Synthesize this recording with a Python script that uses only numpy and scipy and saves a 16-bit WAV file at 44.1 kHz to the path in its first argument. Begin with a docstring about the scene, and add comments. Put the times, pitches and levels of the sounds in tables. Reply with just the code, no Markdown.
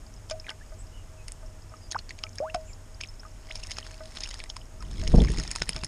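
"""Starlings bathe in a shallow stone birdbath in a quiet garden, right beside a small cased microphone.
From the start soft noise and tiny pings sound; soon drips crack and ring their cavities, bubbles glide
in pitch, and knocks by feet and beaks excite the basin's modes. Far birds whistle faintly.
Later, shaken feathers throw spray, a mist of ticks, plinks and rustle, with stray drops.
Near the end a bird flaps hard: pressure pulses and eddy noise of its wing wash buffet the microphone."""
import sys
import numpy as np
from scipy import signal
from scipy.fft import rfft, irfft
from scipy.io import wavfile
from scipy.ndimage import uniform_filter1d

SR = 44100
rng = np.random.default_rng(int(sys.argv[2]) if len(sys.argv) > 2 else 0)


def master_out(mix):
    """Clip the mix to full scale and print it as 16-bit PCM to the path in sys.argv[1]."""
    frames = np.transpose(np.atleast_2d(mix))
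    ceiling = np.clip(frames, -1, 1)
    pcm = np.round(ceiling * 32767).astype(np.int16)
    wavfile.write(sys.argv[1], SR, pcm)


N = 258867
T = np.arange(N) / SR   # time in seconds

# Noise spectra of the garden. Each row: frequency in Hz, relative level in dB.
RUMBLE = [(12, -38), (20, 2), (43, -1.5), (60, -11.5), (98, -6), (111, -17.5), (125, -16.5), (173, -25.5),
          (222, -23), (275, -27), (400, -35), (520, -50), (880, -120)]
AIR = [(150, -19), (300, 3.5), (500, 1.5), (1000, -1), (2000, -6.5), (3000, -9), (4000, -14), (5900, -11),
       (7500, -8.5), (9500, -13), (13500, 0.5), (15000, -83)]
RUMBLE_DB, AIR_DB = -43.5, -55   # rms levels

# Resonances of the microphone's case. Each row: frequency in Hz, bandwidth in Hz, gain in dB.
CASE = [(5290, 300, 5), (6460, 240, 0), (9430, 550, -1)]

# Clear drops and slaps on water. Each row: start in seconds, relative hardness in dB, cavity pitch in Hz,
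# then the relative levels of cavity, crack and treble in dB.
DROPS = [(0.298, -23, 2990, -37, -39, -39), (0.31, -29.5, 4820, -29.5, -30.5, -49),
         (0.466, -43, 1910, -38.5, -59, -55), (0.492, -35, 3040, -29, -56, -47),
         (0.502, -35, 1590, -39, -35, -45), (1.281, -21, 2140, -42, -36.5, -38.5),
         (1.319, 8, 2200, -49.5, -42.5, -34), (1.913, -56, 4730, -32.5, -32, -44),
         (1.92, -38, 3970, -30, -30, -36), (1.989, -43, 4300, -32, -49, -66),
         (2.092, -35, 4730, -37.5, -58, -63), (2.106, -32, 1900, -33.5, -50, -52),
         (2.188, -44, 2280, -43.5, -42.5, -52), (2.236, -6, 1290, -38, -27, -42),
         (2.355, -36, 3570, -50, -47, -44), (2.383, -35, 1580, -39, -34, -56),
         (2.545, -9, 1090, -28, -30.5, -39), (3.01, -27, 2300, -33.5, -30, -57),
         (3.035, -41, 2450, -30.5, -48, -46.5), (3.555, -15, 2260, -40, -30.5, -39),
         (3.635, -37, 2670, -40, -33, -43), (3.669, -12, 4600, -52, -38, -42),
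         (3.708, -23, 2350, -44, -32, -45), (3.715, -40, 3360, -33, -30, -40),
         (3.768, -28, 1390, -43, -36.5, -64), (3.784, -14, 2480, -31.5, -29.5, -41),
         (4.17, -30.5, 3440, -32, -35, -50), (4.205, -10, 4460, -44, -31.5, -50),
         (4.235, -46, 2200, -41, -25.5, -50), (4.259, -43, 2760, -37, -42, -51),
         (4.289, -11, 2730, -45, -37, -41.5), (4.31, -26, 1930, -39, -37, -53),
         (4.341, -30, 4770, -35.5, -45, -41.5), (4.401, -27, 1993, -34.5, -45, -54),
         (4.438, 0, 1930, -39, -39.5, -40.5), (4.499, -37, 3040, -33.5, -32, -71),
         (4.565, -28, 1020, -35.5, -35, -42), (4.824, -27, 1020, -39.5, -43.5, -49),
         (5.075, -12, 1800, -32.5, -27, -41), (5.247, -20, 1070, -35, -34, -55),
         (5.284, -51, 1700, -36, -49, -59), (5.317, -26, 2660, -43, -39, -37.5),
         (5.398, -38, 1360, -37, -27.5, -38), (5.476, -16, 1310, -44, -32, -43),
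         (5.513, -17, 3690, -35.5, -26, -28.5), (5.559, -22, 980, -30.5, -28, -31.5),
         (5.619, -10, 1430, -23.5, -21, -39), (5.691, -4.5, 1820, -25.5, -23.5, -22),
         (5.762, -4, 2172, -34, -29, -39.5), (5.835, -8, 2140, -31, -33.5, -39),
         (5.845, -14, 4500, -57, -26.5, -30.5)]

# Large bubbles. Each row: start in seconds, starting level in dB, first pitch in Hz, last pitch in Hz,
# life in seconds, fade over that life in dB.
BUBBLES = [(0.312, -35, 609, 745, 0.046, 12), (0.399, -31.5, 5200, 5400, 0.006, 18),
           (0.444, -44.5, 2370, 2670, 0.013, 15), (0.484, -33, 1610, 1730, .018, 49),
           (0.611, -45.5, 1700, 2130, 0.026, 17), (1.739, -37, 1225, 1280, 0.015, 21),
           (1.9467, -23.5, 1550, 1410, 0.0083, 21), (1.9529, -27.5, 790, 1390, .014, -5),
           (2.238, -42, 1300, 1270, 0.032, 13), (2.238, -19.5, 3110, 2330, 0.0022, 16),
           (2.384, -29, 5340, 5400, 0.004, 15), (2.4025, -24.5, 545.5, 1980, 0.099, 23),
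           (2.499, -34, 2660, 3020, 0.009, 18), (2.5472, -22, 715, 683, 0.03, 20),
           (3.087, -41, 5210, 5370, 0.017, 10), (3.196, -41.5, 5080, 5900, .012, 6),
           (3.233, -40, 1510, 1490, 0.0042, 9), (3.251, -40, 1230, 1260, 0.025, 16),
           (3.508, -33.5, 1950, 3900, 0.0076, -0.5), (4.806, -44, 1300, 1060, .025, 12),
           (5.203, -24, 3350, 4000, 0.0045, 12)]

# Knocks of feet and beaks on the basin. Each row: start in seconds, relative level in dB,
# attenuation of the modes above the lowest in dB.
KNOCKS = [(0.312, -30, 8.5), (0.506, -44.5, -6.5), (0.719, -41.5, 5.5), (1.428, -41.5, 8),
          (1.718, -44.5, 5), (2.237, -44, 2), (2.425, -24.5, 31), (2.548, -28.5, 9), (3.252, -57, -4),
          (3.499, -43.5, 7), (4.005, -36.5, 4), (5.028, -36.5, 10), (5.394, -42, 3), (5.765, -38.5, 2)]

# Modes of the water-filled basin. Each row: frequency in Hz, relative level in dB, 60 dB decay time in seconds.
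BASIN = [(633.4, -2, 0.26), (880, -6.5, 0.093), (1233, 3, 0.034), (1512, -4.5, 0.071), (1990, -13, 0.079)]

# Whistles of far birds. Each row: start in seconds, length in seconds, first, middle and last pitch in Hz,
# level in dB.
CHIRPS = [(0.782, 0.048, 7460, 7900, 7900, -49.5), (0.905, 0.13, 2900, 2925, 2840, -57),
          (1.165, 0.077, 2720, 2560, 2630, -57.5), (1.8, 0.093, 5000, 4950, 4900, -55),
          (2.642, 0.12, 6800, 7270, 6830, -53), (2.672, 0.054, 3160, 2450, 2150, -56)]

# Spray-throwing shakes of the feathers. Each row: start of the hold in seconds, hold in seconds, level in dB.
SHAKES = [(3.523, 0.41, -54), (4.158, 0.22, -50.5), (4.995, 0.796, -50.5), (5.173, .38, -47)]
SHAKE_ATTACK_S, SHAKE_RELEASE_S = 0.099, 0.058

# Spectrum of the spray. Each row: frequency in Hz, relative level in dB.
SPRAY_COLOUR = [(300, -23), (800, 19.5), (1700, 14), (3000, 12.5), (4200, 14.5), (5300, 9.5), (7200, 8.5),
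                (9500, 3.5), (15000, -50)]

# Wing strokes close to the microphone. Each row: centre in seconds, relative strength of the shove in dB,
# relative strength of the wake in dB.
STROKES = [(5.004, -20, -39), (5.08, -15, -42), (5.137, -9, -13), (5.178, -7, -16), (5.206, -22, -19),
           (5.224, -12, -29), (5.295, -30, -27), (5.381, -18, -29)]
WAKE_DELAY_S, WAKE_RISE_S, WAKE_DECAY_S = 0.0049, 0.0041, 0.017   # eddies trail each stroke

# Then the bather beats its wings evenly, farther away; each beat first dips the wing tips in the water.
BEAT_START_S, BEAT_PERIOD_S = 5.611, 0.072
BEAT_SHOVE_DB, BEAT_WAKE_DB = -27, -38
BEAT_SPRAY_DB, DIP_BEFORE_S, DIP_S = -48, 0.0098, 0.0032

# The draught swells as the flapping comes near and dies away after it.
DRAUGHT_PEAK_S, DRAUGHT_RISE_DB_PER_S, DRAUGHT_FALL_DB_PER_S = 5.211, 61.5, 71


def from_db(db):
    """Decibels are the logarithm of an amplitude ratio; this is the inverse."""
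    return 10 ** (np.asarray(db) / 20)


def rms_one(x):
    """Normalization: divide by the root mean square."""
    return x / np.sqrt(np.mean(x ** 2) + 1e-20)


def add(out, s, sound):
    """Superposition: mix a sound in, starting at s seconds."""
    i = int(np.clip(round(s * SR), 0, N - 1))
    out[i:i + len(sound)] += sound[:N - i]


def noise():
    """White noise: equal power at all frequencies."""
    return rng.standard_normal(N)


def cut(x, hz, kind, order=2):
    """Butterworth filter: maximally flat in its passband."""
    hz = np.clip(hz, 10, 0.45 * SR)
    return signal.sosfilt(signal.butter(order, hz, kind, fs=SR, output="sos"), x)


def resonate(x, hz, width_hz):
    """Two-pole resonance: bandwidth sets the damping; the peak gain is 1."""
    r = np.exp(-np.pi * width_hz / SR)
    zeros = np.array([1, 0, -1]) * (1 - r * r) / 2
    poles = [1, -2 * r * np.cos(2 * np.pi * hz / SR), r * r]
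    return signal.lfilter(zeros, poles, x + 1e-18)


def colour(x, spectrum):
    """Spectral shaping: weight each frequency by a smooth curve, at rms 1."""
    hz, db = np.transpose(spectrum)
    bins = np.maximum(np.fft.rfftfreq(N, 1 / SR), 1)
    gain_db = np.interp(np.log(bins), np.log(hz), db, left=-200, right=-200)
    return rms_one(irfft(rfft(x) * from_db(gain_db), N))


def steady(x, window_s):
    """Gain control: divide a noise by its running rms to even out slow swells."""
    return x / np.sqrt(uniform_filter1d(x * x, int(window_s * SR)) + 1e-9)


def swell(s, length, attack_s, release_s):
    """Exponential growth and decay: attack up to s, hold, release."""
    return np.exp(-np.maximum(s - T, 0) / attack_s - np.maximum(T - s - length, 0) / release_s)


def case(x, leak_db):
    """Parallel resonance: the case rings at its resonances and leaks the direct sound."""
    ringing = sum(from_db(db) * resonate(x, hz, width) for hz, width, db in CASE)
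    return from_db(leak_db) * x + ringing


def plink(hz, cycles):
    """Damped oscillation: a tiny bubble of height about 1 swells in a cycle and dies in a few more."""
    turns = T[:int(5 * cycles / hz * SR)] * hz
    return 2 * (1 - np.exp(-turns)) * np.exp(-turns / cycles) * np.sin(2 * np.pi * turns)


def garden():
    """Filtered noise: distant rumble, soft air, and faint singing at basin and case resonances."""
    rumble = from_db(RUMBLE_DB) * colour(noise(), RUMBLE)
    air = from_db(AIR_DB) * colour(noise(), AIR)
    basin_hum = from_db(-64) * rms_one(resonate(noise(), BASIN[0][0], 6.2))
    case_hum = from_db(-69) * rms_one(resonate(noise(), CASE[0][0], 380))
    case_hum += from_db(-68) * rms_one(resonate(noise(), 6620, 180))
    return rumble + air + basin_hum + case_hum


def specks(count=85, centre_hz=5250, cycles=9):
    """Resonant excitation: now and then the tiniest drips ping near the case's lowest resonance."""
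    faintest_db, spread_db = -57, 12   # before the case
    out = np.zeros(N)
    for at, size, pitch in rng.uniform(0, 1, size=(count, 3)):
        level = from_db(faintest_db + spread_db * size ** 3)
        add(out, at * T[-1], level * plink(centre_hz * 2 ** ((pitch - 0.5) / 3), cycles))
    return case(out, leak_db=-3)


def drop_impact(t, hardness):
    """Impact excitation: a surface brush, a noise burst with a snap at t = 0, then scattered droplets."""
    burst_s, rise_s, snap_db = 0.00081, 0.00033, 42
    brush_s, brush_db, patter_s, patter_db = 0.0022, -16, 0.0069, -20
    before, after = np.maximum(-t, 0), np.maximum(t, 0)
    white, droplets = rng.standard_normal((2, len(t)))
    brush = from_db(brush_db) * np.exp(-before / brush_s)
    patter = from_db(patter_db) * np.exp(-after / patter_s)
    hit = white * np.exp(-after / burst_s - before / rise_s)
    hit += np.where(t < 0, brush, patter) * droplets * np.abs(droplets)
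    hit[int(-t[0] * SR)] += np.sqrt(from_db(hardness + snap_db))   # harder hits snap more sharply
    return hit


def drops(cavity_q=6, cavity_db=-12, crack_db=-13, treble_db=-12, contact_s=0.001011):
    """Cavity resonance: each impact rings a small cavity, cracks and spits treble through the case."""
    slap_db, slap_growth, usual_hardness_db = -1, 0.58, -24
    lead = 0.01   # seconds of brush before the hit
    out, t = np.zeros(N), T[:SR // 25] - lead
    for s, hardness, hz, cavity, crack, treble in list(DROPS) + stray_drops():
        hit = drop_impact(t, hardness)
        ring = rms_one(resonate(resonate(hit, hz, hz / cavity_q), hz, hz))
        slap = rms_one(cut(cut(hit, hz * 0.14, "high", order=1), 3700, "low", order=4))
        # harder hits add more of the broad slap
        slap *= from_db(slap_db + slap_growth * (hardness - usual_hardness_db))
        hollow = rms_one(ring + slap)
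        sharp = rms_one(case(cut(hit, [4300, 7000], "band"), leak_db=-60))
        spit = rms_one(case(cut(hit, [7300, 11200], "band", order=3), leak_db=4.5))
        drop = from_db(cavity + cavity_db) * hollow + from_db(crack + crack_db) * sharp
        drop += from_db(treble + treble_db) * spit
        add(out, s + contact_s - lead, drop)
    return out


def trickle(below_db=-15, delay_s=0.012, early_s=0.0067, spread_db=-2, centre_hz=3400, cycles=3):
    """Bubble oscillation: water stirred around each listed drop makes four tiny plinks."""
    out = np.zeros(N)
    for s, _, _, cavity, crack, _ in DROPS:
        for _ in range(4):
            start = s - early_s + rng.exponential(delay_s)
            pitch, strength, ring = rng.uniform(-0.923, 1, size=3)
            level = from_db(max(cavity, crack) + below_db + spread_db * strength)
            add(out, start, level * plink(centre_hz * 2 ** pitch, cycles * 2 ** ring))
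    return case(out, leak_db=5.5)


def bubbles(curve=1.8, overtone_db=-27, wobble_db=0.5):
    """Bubble resonance: a trapped bubble glides in pitch as it nears the surface, and stops when it bursts."""
    out = np.zeros(N)
    for s, db, first_hz, last_hz, life, fade_db in BUBBLES:
        age = T[:int(life * SR * 1.3)] / life
        hz = first_hz + (last_hz - first_hz) * age ** curve
        phase = 2 * np.pi * np.cumsum(hz) / SR
        wobble = rms_one(cut(rng.standard_normal(len(age)), 180, "low"))
        level = from_db(db - fade_db * age + wobble_db * wobble)
        level /= 1 + age ** 20   # the burst, at age 1
        add(out, s, level * (np.sin(phase) + from_db(overtone_db) * np.sin(2 * phase)))
    return out


def basin(onset_s=0.0013):
    """Modal vibration: every knock rings the basin's damped modes, each at a slightly random strength."""
    out, t = np.zeros(N), T[:SR // 2]
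    for s, db, dull_db in KNOCKS:
        modes = np.zeros(len(t))
        for hz, level, t60 in BASIN:
            mode_db = db + level - dull_db * (hz > BASIN[0][0]) + rng.normal(0, 1)
            modes += from_db(mode_db - 60 * t / t60) * np.sin(2 * np.pi * hz * t)
        add(out, s, modes * (1 - np.exp(-t / onset_s)))
    return out


def far_birds():
    """Frequency modulation: thin whistles on curved pitch paths, jittered as if blurred by distance."""
    out = np.zeros(N)
    for s, length, first, middle, last, db in CHIRPS:
        u = np.linspace(0, 1, int(length * SR))
        hz = np.polyval(np.polyfit([0, 0.5, 1], [first, middle, last], 2), u)
        hz = hz * (1 + 0.03 * rms_one(cut(rng.standard_normal(len(u)), 400, "low")))
        add(out, s, from_db(db) * np.sin(np.pi * u) * np.sin(2 * np.pi * np.cumsum(hz) / SR))
    return out


def beat_times():
    """Periodicity: the bather's even wing beats come at equal intervals."""
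    return np.arange(BEAT_START_S, T[-1], BEAT_PERIOD_S)


def shaking(dip_edge_s=0.0021):
    """Power addition: the spray strengths of all shakes and wing-tip dips add as squares."""
    shakes = [from_db(db) * swell(s, length, SHAKE_ATTACK_S, SHAKE_RELEASE_S) for s, length, db in SHAKES]
    dips = [from_db(BEAT_SPRAY_DB) * swell(s - DIP_BEFORE_S, DIP_S, dip_edge_s, dip_edge_s)
            for s in beat_times()]
    return np.linalg.norm(shakes + dips, axis=0)


def spray(per_s=480, spread_db=18, plinks_db=-5, mist_db=-8):
    """Granular noise: droplets tick on stone or plink into water, over a mist of feather rustle."""
    ticks, plinks = np.zeros(N), np.zeros(N)
    count = int(per_s * T[-1])   # of each kind
    splat = np.exp(-T[:SR // 200] / 0.0007)
    for at, size in rng.random((count, 2)):
        tick = splat * rng.standard_normal(len(splat))
        add(ticks, at * T[-1], from_db(spread_db * size ** 2) * tick)
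    for at, size, pitch, ring in rng.random((count, 4)):
        drop = plink(1700 * 4.2 ** pitch, 2 + 7 * ring)
        add(plinks, at * T[-1], from_db(spread_db * size ** 2) * drop)
    grains = rms_one(ticks) + from_db(plinks_db) * rms_one(plinks) + from_db(mist_db) * noise()
    return shaking() * rms_one(case(colour(grains, SPRAY_COLOUR), leak_db=-5))


def stray_drops(per_s=32, cavity_db=1, crack_db=4, treble_db=-3, spread_db=3):
    """Random arrivals: smaller drops follow the spray's strength, a few much larger; rows as in DROPS."""
    hardness_db, largest_db = -19, 9
    rows, spray_db = [], 20 * np.log10(shaking() + 1e-9)
    offsets_db = np.array([cavity_db, crack_db, treble_db])
    for slot, (at, pitch, size, *shares) in enumerate(rng.uniform(-1, 1, size=(200, 6))):
        s = SHAKES[0][0] + (slot + at) / per_s
        drop_db = np.interp(s, T, spray_db) + largest_db * size ** 2
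        levels = drop_db + offsets_db + spread_db * np.array(shares)
        rows.append((s, hardness_db, 2400 * 1.8 ** pitch, *levels))
    return [row for row in rows if row[0] < T[-1]]


def wing_wash(push_db=-19, draught_eddy_db=-31, buffet_db=-8, middle_db=-8, small_db=-7, stroke_s=0.0047):
    """Turbulence: moving air pushes slowly; the faster it goes, the smaller and brighter its eddies."""
    rise_db = DRAUGHT_RISE_DB_PER_S * (T - DRAUGHT_PEAK_S)
    fall_db = DRAUGHT_FALL_DB_PER_S * (DRAUGHT_PEAK_S - T)
    draught = from_db(np.minimum(rise_db, fall_db))
    beats = [(s, BEAT_SHOVE_DB, BEAT_WAKE_DB) for s in beat_times()]
    slow = steady(cut(noise(), [20, 55], "band"), window_s=0.06)
    buffet = steady(cut(noise(), [70, 150], "band"), window_s=0.04)
    large = steady(cut(cut(noise(), [105, 200], "band"), 400, "low"), window_s=0.03)
    middle = steady(cut(cut(noise(), [240, 420], "band"), 620, "low"), window_s=0.025)
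    small = steady(cut(cut(noise(), [340, 680], "band"), 950, "low"), window_s=0.02)
    out = from_db(push_db) * draught * slow
    strength = from_db(draught_eddy_db) * draught
    for at, shove_db, wake_db in list(STROKES) + beats:
        u = (T - at) / stroke_s
        out += from_db(shove_db) * u * np.exp(-u * u / 2)   # suction, then pressure
        wake = from_db(wake_db) * swell(at + WAKE_DELAY_S, 0, WAKE_RISE_S, WAKE_DECAY_S)
        strength = np.hypot(strength, wake)
    fast = strength ** 2 / (strength ** 2 + from_db(-21) ** 2)   # share of small eddies, 0 to 1
    eddies = large + from_db(buffet_db) * buffet + from_db(middle_db) * middle
    eddies += from_db(small_db) * fast * small
    return out + strength * eddies


def scene():
    """Superposition: the garden behind, water close by, and wings."""
    background = garden() + far_birds()
    water = specks() + drops() + trickle() + bubbles() + basin() + spray()
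    return (background + water + wing_wash())[None]


def record(dry):
    """Low-pass filtering: the case muffles the highest treble, and the top is cut."""
    muffled = cut(dry, 10000, "low", order=20) + from_db(-18) * cut(dry, 10400, "high", order=10)
    top_cut = signal.cheby2(12, 60, 15500, fs=SR, output="sos")   # 60 dB down from 15500 Hz up
    return signal.sosfilt(top_cut, muffled)


dry = scene()
out = record(dry)
master_out(out)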